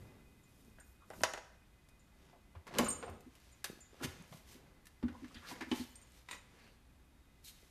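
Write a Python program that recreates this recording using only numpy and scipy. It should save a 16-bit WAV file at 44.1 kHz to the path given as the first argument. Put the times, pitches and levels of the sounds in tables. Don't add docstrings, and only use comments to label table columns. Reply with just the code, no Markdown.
import sys
import numpy as np
from scipy import signal
from scipy.io import wavfile

SR = 44100
rng = np.random.default_rng(int(sys.argv[2]) if len(sys.argv) > 2 else 0)


def wav_out(sig):
    wavfile.write(sys.argv[1], SR, np.round(np.clip(np.atleast_2d(sig).T, -1, 1) * 32767).astype(np.int16))


N = 339870
TIME = np.arange(N) / SR
BAND_EDGES_HZ = np.geomspace(18, 15500, 25)
BAND_HZ = np.sqrt(BAND_EDGES_HZ[1:] * BAND_EDGES_HZ[:-1])

# mode in Hz, level in dB, ring time (t60) in seconds.
LINER_MODES = [(80.2, -12.5, 0.058), (255.3, 3.5, 0.078), (301, 4.5, 0.053), (382.5, -7.5, 0.087),
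               (500, -16, 0.036)]
# start in seconds, level in dB, push in ms, the spot's note in Hz.
BODY_BUMPS = [(2.79, -15, 3.3, 240), (2.82, -30.5, 2.4, 271), (2.89, -35, 3, 253), (2.985, -38, 4.7, 253),
              (3.261, -38, 3.1, 261), (4.009, -30.5, 2.3, 273.6), (4.040, -32, 1.6, 255),
              (4.548, -46.5, 1.8, 260), (5.034, -7.5, 5.48, 244), (5.082, -24, 4.85, 227),
              (5.219, -31, 3.7, 274), (5.237, -26, 4.66, 253), (5.351, -35.5, 4.36, 241),
              (5.514, -35, 2.9, 269), (5.612, -33.5, 1.2, 265), (5.666, -30.5, 4.2, 260),
              (5.713, -19, 1.8, 255.7), (5.796, -19, 4.6, 250.4)]


def body_bumps(liner_note_hz=255):
    out = np.zeros(N)
    for s, db, push_ms, note_hz in BODY_BUMPS:
        push = np.hanning(max(round(push_ms * SR / 1000), 3))
        modes = [(hz * note_hz / liner_note_hz, level, t60) for hz, level, t60 in LINER_MODES]
        boom = np.convolve(struck(modes), push / push.sum())
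        build_ms = 7.2 + 1.06 * push_ms
        swell = 1 - np.exp(-(TIME[:len(boom)] * 1000 / build_ms) ** 2)
        add(out, s, from_db(db) * boom * swell)
    return out


# frequency in Hz, level in dB per Hz.
PLASTIC_TONE = [(150, -16), (330, -2), (600, 1.5), (1000, 1), (1800, -1), (3000, -3.5), (5500, -5.5),
                (9000, -10), (13500, -15)]
# frequency in Hz, t60 in seconds.
PLASTIC_DECAY = [(200, 0.045), (800, 0.13), (2000, 0.13), (6000, 0.069), (12000, 0.078)]


def plastic_knocks(blows, body, *, cluster_db, modes_db, crack_db, crack_s, note_db, note_t60,
                   bass_cut_db_per_octave, attack_s, softening_db, spot_db):
    out, t, bands = np.zeros(N), TIME[:SR // 5], noise_bands(2 * SR)
    decay = dying(t, at_hz(PLASTIC_DECAY, BAND_HZ)[:, None])
    ring = band_gains(at_hz(PLASTIC_TONE, BAND_HZ))[:, None] * decay
    crack = from_db(crack_db * np.exp(-t / crack_s))
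    for s, db, hz, edge_db in blows:
        octaves_below = np.clip(np.log2(hz / BAND_HZ), 0, 2)
        toward_edge = np.maximum(np.log(BAND_HZ / hz) / np.log(7000 / hz), 0)
        spot = spot_db * np.exp(-(np.log2(BAND_HZ / hz) / 0.079) ** 2)
        colour = spot + edge_db * toward_edge ** 1.34 - bass_cut_db_per_octave * octaves_below
        start = rng.integers(2 * SR - len(t))
        cluster = from_db(colour + cluster_db) @ (ring * bands[:, start:start + len(t)])
        modes = np.zeros(len(t))
        for k, (mode_hz, width, level) in enumerate(body):
            gain = from_db(level + modes_db + np.interp(mode_hz, BAND_HZ, colour) + rng.normal())
            modes += (-1) ** k * gain * np.sin(2 * np.pi * mode_hz * t) * np.exp(-np.pi * width * t)
        note = from_db(note_db) * np.sin(2 * np.pi * hz * t) * dying(t, note_t60)
        rise_s = attack_s * 2 ** (-edge_db / softening_db)
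        add(out, s, from_db(db) * (1 - np.exp(-t / rise_s)) * crack * (cluster + modes + note))
    return out


# resonance in Hz, width in Hz, level in dB.
SHELF_MODES = [(380, 16, 4), (496, 22, 6), (810, 30, 4), (1075, 28, 0), (1668, 80, 1), (2010, 50, -2),
               (2220, 35, 1), (3090, 100, -1)]
# start in seconds, level in dB, the spot's note in Hz,
# edge (brightness at 7 kHz against the note) in dB.
CLAW_TAPS = [(2.33, -44, 690, -60), (2.551, -49, 700, -23), (2.668, -53.5, 1070, -3),
             (2.677, -51.5, 1740, -6), (2.708, -44.5, 676, -27), (2.738, -45.5, 1030, -9),
             (2.757, -35.5, 516, -34), (2.7843, -29.5, 2960, 2), (2.789, -20.5, 489.5, -21),
             (2.857, -50, 2430, -14), (2.864, -38.5, 1180, -16), (3.026, -40, 997, -16),
             (3.033, -39, 450, -25), (3.078, -45, 1020, -21), (3.098, -75, 2540, 11),
             (3.206, -71, 2530, 7.5), (3.352, -65.5, 2530, 4.5), (3.6421, -38.5, 1570, 4),
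             (3.643, -47.5, 3720, 0), (4.001, -53, 1380, -27), (4.007, -46.5, 828, -27),
             (4.031, -42.5, 1454, -7), (4.212, -61, 910, -11), (4.325, -51, 637, -11),
             (4.855, -67, 1780, 7.5), (4.868, -62, 1760, 6), (5.027, -40.5, 360, -20.5),
             (5.033, -52.5, 960, -20), (5.082, -48, 1520, -14.5), (5.243, -53, 1695, -11),
             (5.344, -54.5, 4740, -1.5), (5.608, -39.5, 1720, -9.5), (5.62, -42.5, 1950, -12),
             (5.714, -35, 3000, -9.5), (5.717, -37.5, 860, -26)]


def claw_taps():
    return plastic_knocks(CLAW_TAPS, SHELF_MODES, cluster_db=-0.23, modes_db=-18.5, spot_db=7.5,
                          crack_db=11.5, crack_s=0.0031, note_db=-3, note_t60=0.057,
                          bass_cut_db_per_octave=4.5, attack_s=0.0015, softening_db=19.5)


# resonance in Hz, width in Hz, level in dB.
WALL_MODES = [(300, 50, -3), (996, 50, 4), (1980, 42, 2), (2280, 50, -2), (2500, 55, -1), (3520, 90, 3),
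              (3830, 65, 1), (4700, 220, 2)]
# start in seconds, level in dB, the spot's note in Hz, edge in dB.
WALL_CLACKS = [(6.287, -45, 1980, -9), (6.311, -41.5, 1900, -2), (6.329, -40.5, 1956, -24)]


def wall_clacks():
    return plastic_knocks(WALL_CLACKS, WALL_MODES, cluster_db=-4.1, modes_db=-7, spot_db=-6,
                          crack_db=6, crack_s=0.0031, note_db=-10.5, note_t60=0.15,
                          bass_cut_db_per_octave=4, attack_s=0.00063, softening_db=18)


# resonance in Hz, width in Hz, level in dB.
RACK_MODES = [(360, 40, -1), (490, 36, 3), (638, 36, 11), (800, 30, 6), (978, 42, 5), (1350, 55, 5),
              (1550, 55, 6), (1850, 70, 8), (2025, 50, 8), (3000, 50, 1), (4450, 130, -1), (5385, 120, 2)]
# start in seconds, level in dB, the spot's note in Hz, edge in dB.
BOTTLE_KNOCKS = [(0.784, -53.5, 1620, -24), (1.102, -42.5, 810, -21), (1.133, -48, 1540, -26),
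                 (1.207, -47.5, 980, -9), (1.2345, -24.5, 980, 1.5), (1.259, -61, 2100, -16),
                 (1.336, -37, 1360, -7.5), (1.343, -39, 746, -33), (1.375, -44.5, 1570, -3.5),
                 (1.383, -50, 760, -29), (1.887, -69, 2400, 11.5)]


def bottle_knocks():
    knocks = plastic_knocks(BOTTLE_KNOCKS, RACK_MODES, cluster_db=-1.5, modes_db=-13.5, spot_db=7.5,
                            crack_db=4, crack_s=0.0037, note_db=-7, note_t60=0.055,
                            bass_cut_db_per_octave=0.5, attack_s=0.00033, softening_db=10.5)
    return filtered(knocks, 8800, "low")


# start in seconds, level in dB, pitch in Hz.
SOFT_THUDS = [(0.02, -44, 122), (0.2, -42, 210), (0.68, -47, 235), (1.165, -55, 201), (1.191, -35, 298),
              (1.214, -29.5, 244), (1.219, -40, 82), (2.559, -35.5, 78), (2.8, -41, 150),
              (3.091, -36.5, 81), (3.698, -34, 202), (3.699, -26.5, 378), (3.73, -35, 323),
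              (3.773, -40, 288), (3.79, -37, 580), (3.931, -37, 386), (3.944, -35, 585), (4.04, -31, 132),
              (4.071, -36, 82.5), (4.197, -37.5, 147), (4.209, -36, 166), (4.315, -38.5, 150),
              (4.343, -36.5, 160), (4.344, -44, 600), (5.041, -31, 80), (5.112, -42, 81.4),
              (5.358, -45.5, 80), (7.63, -42, 392)]


def soft_thuds(rise_cycles=0.56):
    out, t = np.zeros(N), TIME[:SR // 4]
    for s, db, hz in SOFT_THUDS:
        ring_cycles = 7.9 * (100 / hz) ** 0.53
        swell = 1 - np.exp(-(t * hz / rise_cycles) ** 2)
        add(out, s, from_db(db) * swell * np.sin(2 * np.pi * hz * t) * dying(t, ring_cycles / hz))
    return out


# mode in Hz, level in dB, t60 in seconds.
SMALL_TAG_MODES = [(8625, 0, .07), (8603, -29, .42), (8651, -33, .5), (9641, -28, .1)]
LARGE_TAG_MODES = [(7140, 0, .14), (6725, -8, .22), (7131, -34, .42), (10503, -26, .14)]
# start in seconds, small tag's level in dB, large tag's level in dB.
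TAG_JINGLES = [(0.432, -80, -74), (0.799, -56, -65), (1.134, -74, -68), (1.993, -78, -71.5),
               (2.845, -48.5, -43.5), (2.8836, -31.5, -62), (2.902, -37.5, -42), (2.928, -57, -55),
               (3.516, -71, -70), (3.805, -67, -56.5), (5.902, -73, -69), (5.955, -55, -64),
               (6.016, -64.5, -66.5), (6.287, -66, -68), (6.311, -49.5, -55.5)]


def collar_tags(graze_s=0.01, blur_hz=8, rise_s=0.00061):
    out, t = np.zeros(N), TIME[:SR // 2]
    for s, small_db, large_db in TAG_JINGLES:
        small = from_db(small_db) * struck(SMALL_TAG_MODES, hold_s=graze_s)
        large = from_db(large_db) * struck(LARGE_TAG_MODES, hold_s=graze_s)
        phase_drift = np.cumsum(rng.standard_normal(len(t))) * np.sqrt(2 * np.pi * blur_hz / SR)
        ring = np.real(signal.hilbert(small + large) * np.exp(1j * phase_drift))
        flutter = from_db(2.5 * wander(t, per_s=130))
        tick = rms_one(resonance(rng.standard_normal(len(t)), 7700, width=5000)) * dying(t, 0.038)
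        tick_db = (small_db + large_db) / 2 - 2
        add(out, s, ring * flutter * (1 - np.exp(-t / rise_s)) + from_db(tick_db) * tick)
    return out


# start in seconds, level in dB, centre in Hz.
DRY_TICKS = [(0.649, -62, 8000), (1.1026, -48.5, 6950), (1.112, -62, 8500), (1.218, -44, 8950),
             (1.235, -19.5, 5960), (1.336, -34.5, 6400), (2.677, -54, 7000), (2.708, -53, 1500),
             (2.739, -53, 3960), (2.751, -39, 2950), (2.762, -52, 3000), (2.773, -59, 3500),
             (3.943, -58, 5000), (4.224, -50, 8000), (4.326, -48, 2420), (5.875, -53, 5000),
             (5.957, -47.5, 6000), (6.016, -54, 8000), (6.12, -54.5, 8600), (6.31, -46, 8500)]


def dry_ticks(attack_s=0.000085, t60=0.0054, q=1.54):
    out, t = np.zeros(N), TIME[:SR // 20]
    for s, db, hz in DRY_TICKS:
        snap = tuned_noise(len(t), hz, width=hz / q)
        add(out, s, from_db(db) * snap * (1 - np.exp(-t / attack_s)) * dying(t, t60))
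    return out


# frequency in Hz, level in dB per Hz.
FUR_TONE = [(150, 9.5), (400, 6.5), (900, -1), (1700, -6), (3500, -6.5), (6000, -8.5), (10000, -16),
            (13500, -18.5)]
# peak time in seconds, level in dB, length in seconds, tilt in dB per octave.
FUR_STROKES = [(0.085, -63, 0.18, -3), (0.595, -74, 0.18, 9), (0.888, -73.5, 0.09, 16),
               (1.21, -62.5, 0.11, 9), (2.254, -68.5, 0.12, 0), (2.686, -52, 0.017, -2),
               (2.817, -40, 0.076, -2), (3.079, -53.5, 0.11, -4), (3.474, -69, 0.22, 2.5),
               (4.045, -39.5, 0.017, 3), (4.107, -59.5, 0.19, 0.5), (4.356, -63.5, 0.068, 5.5),
               (4.521, -61, 0.058, 5.5), (4.625, -65.5, 0.23, -2.5), (5.126, -64.5, 0.062, -7),
               (5.44, -63, 0.36, 1), (5.568, -61, 0.036, -5), (5.506, -53.5, 0.038, 3.5),
               (5.614, -58, 0.037, -1), (5.783, -50.5, 0.066, 3.5), (5.9, -71.5, 0.05, 15),
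               (6.02, -68.5, 0.094, 1), (6.173, -66, 0.073, 3.5), (6.335, -54.5, 0.044, 1.5),
               (6.615, -64.5, 0.15, 0), (7.451, -55.5, 0.0085, 11), (7.484, -54, 0.026, 8),
               (7.613, -68, 0.18, 4)]


def fur_rubs(grain_db=2, grains_per_s=350, rasp_hz=1830, rasp_db=5, rasp_octaves=0.8):
    strokes, bands = np.zeros(N), noise_bands(N)
    for s, db, length, tilt in FUR_STROKES:
        swell_s, fade_s = 0.93 * length, 0.82 * length
        span = slice(max(round((s - 3 * swell_s) * SR), 0), round((s + 3 * fade_s) * SR))
        t = TIME[span] - s
        pressure = np.exp(-(t / np.where(t < 0, swell_s, fade_s)) ** 2)
        octaves_off = np.log2(BAND_HZ / rasp_hz) - 0.068 * tilt
        rasp = rasp_db * np.exp(-(octaves_off / rasp_octaves) ** 2)
        slope = tilt * np.log2(np.maximum(BAND_HZ, 400) / 1000)
        gains = band_gains(at_hz(FUR_TONE, BAND_HZ) + rasp + slope)
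        strokes[span] += from_db(db) * pressure * (gains @ bands[:, span])
    grainy = strokes * rms_one(from_db(grain_db * wander(TIME, grains_per_s)))
    shelf = sum(from_db(db - 11.5) * resonance(grainy, hz, width) for hz, width, db in SHELF_MODES)
    return grainy + shelf


# start in seconds, length in seconds,
# level in dB, opening pitch in Hz, closing pitch in Hz, width in Hz.
PLASTIC_SCRAPES = [(0.787, 0.054, -65, 1586, 1620, 400), (1.005, 0.053, -65, 1233, 1150, 300),
                   (1.275, 0.056, -58, 625, 490, 110), (1.279, 0.042, -53, 1402, 1087, 450),
                   (2.828, 0.066, -40.5, 268, 280, 24), (2.856, 0.049, -45.5, 1178, 1056, 300),
                   (3.063, 0.045, -48, 740, 702, 70), (5.138, 0.039, -56.5, 887, 1067, 300),
                   (5.307, 0.015, -51, 1080, 1180, 252), (5.342, 0.064, -59, 3580, 2870, 1290),
                   (5.343, 0.053, -59.5, 1750, 1770, 500), (5.416, 0.15, -58, 1302, 1940, 716),
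                   (5.46, 0.064, -55.5, 4070, 4920, 1510), (5.501, 0.036, -48.5, 900, 910, 278),
                   (5.558, 0.018, -49, 2140, 1690, 400), (5.791, 0.044, -56.5, 4150, 4360, 400),
                   (6.563, 0.15, -71, 1890, 2490, 1100), (6.58, 0.17, -77.5, 4490, 4440, 600),
                   (7.438, 0.076, -63, 4090, 3920, 595)]


def scrapes(attack_s=0.017, release_s=0.027):
    out, run_in = np.zeros(N), SR // 10
    for s, length, db, first_hz, last_hz, width in PLASTIC_SCRAPES:
        t = TIME[:round(length * SR)]
        slips = filtered(rng.standard_normal((2, SR // 2)), width / 2, "low")[:, run_in:run_in + len(t)]
        phase = 2 * np.pi * np.cumsum(np.geomspace(first_hz, last_hz, len(t))) / SR
        tone = rms_one(slips[0] * np.cos(phase) + slips[1] * np.sin(phase))
        pressure = np.clip(np.minimum(t / attack_s, (length - t) / release_s), 0, 1)
        add(out, s, from_db(db) * pressure * tone)
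    return out


# time in seconds, level in dB.
DOOR_LEVELS = [(0, -57), (0.14, -65), (0.35, -65.5), (0.55, -70), (0.7, -63.5), (0.95, -90), (1.2, -56.5),
               (1.5, -104)]
# frequency in Hz, level in dB per Hz.
DOOR_TONE = [(50, -9), (120, -5), (220, -6.5), (400, -15.5), (900, -32), (3000, -38)]


def door_swing():
    return fader(DOOR_LEVELS) * shaped_noise(DOOR_TONE)


# frequency in Hz, t60 in seconds.
KITCHEN_DECAY = [(100, 1), (250, 0.53), (500, 0.54), (1400, 0.69), (4000, 0.61), (12000, 0.41)]


def kitchen_reverb(x, longest_t60=np.inf, first_echo_s=0.0014):
    t = TIME[:SR * 3 // 4]
    colour_db = at_hz([(100, -0.48), (500, 1.0), (2000, -1.96), (6000, -1.5), (9000, -1.5),
                       (13000, -0.15)], BAND_HZ)
    t60 = np.minimum(at_hz(KITCHEN_DECAY, BAND_HZ), longest_t60)
    tail = from_db(colour_db) @ (noise_bands(len(t)) * dying(t, t60[:, None]))
    tail *= np.clip(t / first_echo_s - 1, 0, 1)
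    return signal.fftconvolve(x, tail / np.sqrt(np.sum(tail ** 2)))[:N]


# pitch in Hz, rms level in dB.
HUM_TONES = [(59.2, -76.5), (290.7, -99.5)]


def mains_hum():
    return sum(from_db(db) * np.sqrt(2) * np.sin(2 * np.pi * hz * TIME) for hz, db in HUM_TONES)


# (seconds, dB).
FAN_TONES = [(2030, 21, [(0, -74), (0.15, -77.5), (0.5, -83), (0.95, -91), (1.7, -85.5), (2.4, -84),
             (4.8, -82.5), (6.1, -81), (6.9, -96), (7.3, -83)]), (2488, 35, [(0, -81), (0.6, -82.5),
             (1.1, -80), (2.0, -82.5), (2.25, -89), (3.3, -87), (6.2, -89), (6.9, -87.5)]),
             (3735, 15, [(0, -90.5), (6.8, -95), (7.15, -87), (7.35, -84), (7.7, -90)])]


def fan_whine():
    return sum(fader(levels) * tuned_noise(N, hz, width) for hz, width, levels in FAN_TONES)


# frequency in Hz, level in dB per Hz.
AIR_TONE = [(12, -37), (20, -7), (65, -0.5), (90, -8), (256, -12.5), (494, -24), (536, -22), (1290, -25),
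            (1520, -26), (1650, -25), (2420, -31), (2630, -28), (5510, -36), (7060, -35.5), (14000, -38.5)]


def kitchen_air(level_db=-65):
    return from_db(level_db) * shaped_noise(AIR_TONE)


def from_db(db):
    return 10 ** (np.asarray(db) / 20)


def rms_one(x):
    return x / np.sqrt(np.mean(x ** 2) + 1e-20)


def at_hz(points, hz):
    f, value = np.transpose(points)
    return np.interp(np.log(hz), np.log(f), value)


def fader(points):
    return from_db(np.interp(TIME, *np.transpose(points)))


def wander(t, per_s):
    return np.interp(t * per_s, np.arange(len(t)), rng.standard_normal(len(t)))


def dying(t, t60):
    return np.exp(-np.log(1000) * t / np.maximum(t60, 1e-3))


def add(track, s, sound):
    start = max(round(s * SR), 0)
    track[start:start + len(sound)] += sound[:max(N - start, 0)]


def filtered(x, hz, kind):
    return signal.sosfilt(signal.butter(2, hz, kind, fs=SR, output="sos"), x)


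def noise_bands(size):
    run_in = SR // 4
    white = rng.standard_normal((2, size + run_in))
    pairs = zip(BAND_EDGES_HZ, BAND_EDGES_HZ[1:])
    return np.array([filtered(white[k % 2], pair, "band")[run_in:] for k, pair in enumerate(pairs)])


def band_gains(db):
    gain = from_db(db)
    return gain / np.sqrt(np.sum(gain ** 2 * np.diff(BAND_EDGES_HZ)) / (SR / 2))


def shaped_noise(tone):
    return band_gains(at_hz(tone, BAND_HZ)) @ noise_bands(N)


def resonance(x, hz, width):
    r = np.exp(-np.pi * width / SR)
    feedback = [1, -2 * r * np.cos(2 * np.pi * hz / SR), r * r]
    return signal.lfilter(np.array([1, 0, -1]) * (1 - r * r) / 2, feedback, x + 1e-18)


def tuned_noise(size, hz, width):
    return rms_one(resonance(resonance(rng.standard_normal(size), hz, width), hz, width))


def struck(modes, hold_s=0):
    t = TIME[:SR // 2]
    free = np.maximum(t - hold_s, 0)
    return sum(from_db(db + rng.normal()) * np.sin(2 * np.pi * hz * t) * dying(free, t60)
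               for hz, db, t60 in modes)


def scene():
    bottles = from_db(-2) * bottle_knocks()
    taps = claw_taps() + wall_clacks() + dry_ticks()
    booms = body_bumps() + soft_thuds()
    tags = collar_tags()
    friction = from_db(-0.96) * fur_rubs() + scrapes()
    send = from_db(-13.5) * bottles + from_db(-10.5) * (taps + tags) + from_db(-9) * friction
    room = kitchen_reverb(send)
    room += kitchen_reverb(from_db(-13.5) * booms, longest_t60=0.36)
    contacts = filtered(bottles + taps + booms + tags + friction + room, 60, "high")
    return (contacts + door_swing() + kitchen_air() + mains_hum() + fan_whine())[None]


def record(dry):
    return signal.sosfilt(signal.ellip(10, .3, 70, 14100, fs=SR, output="sos"), dry)


dry = scene()
out = record(dry)
wav_out(out)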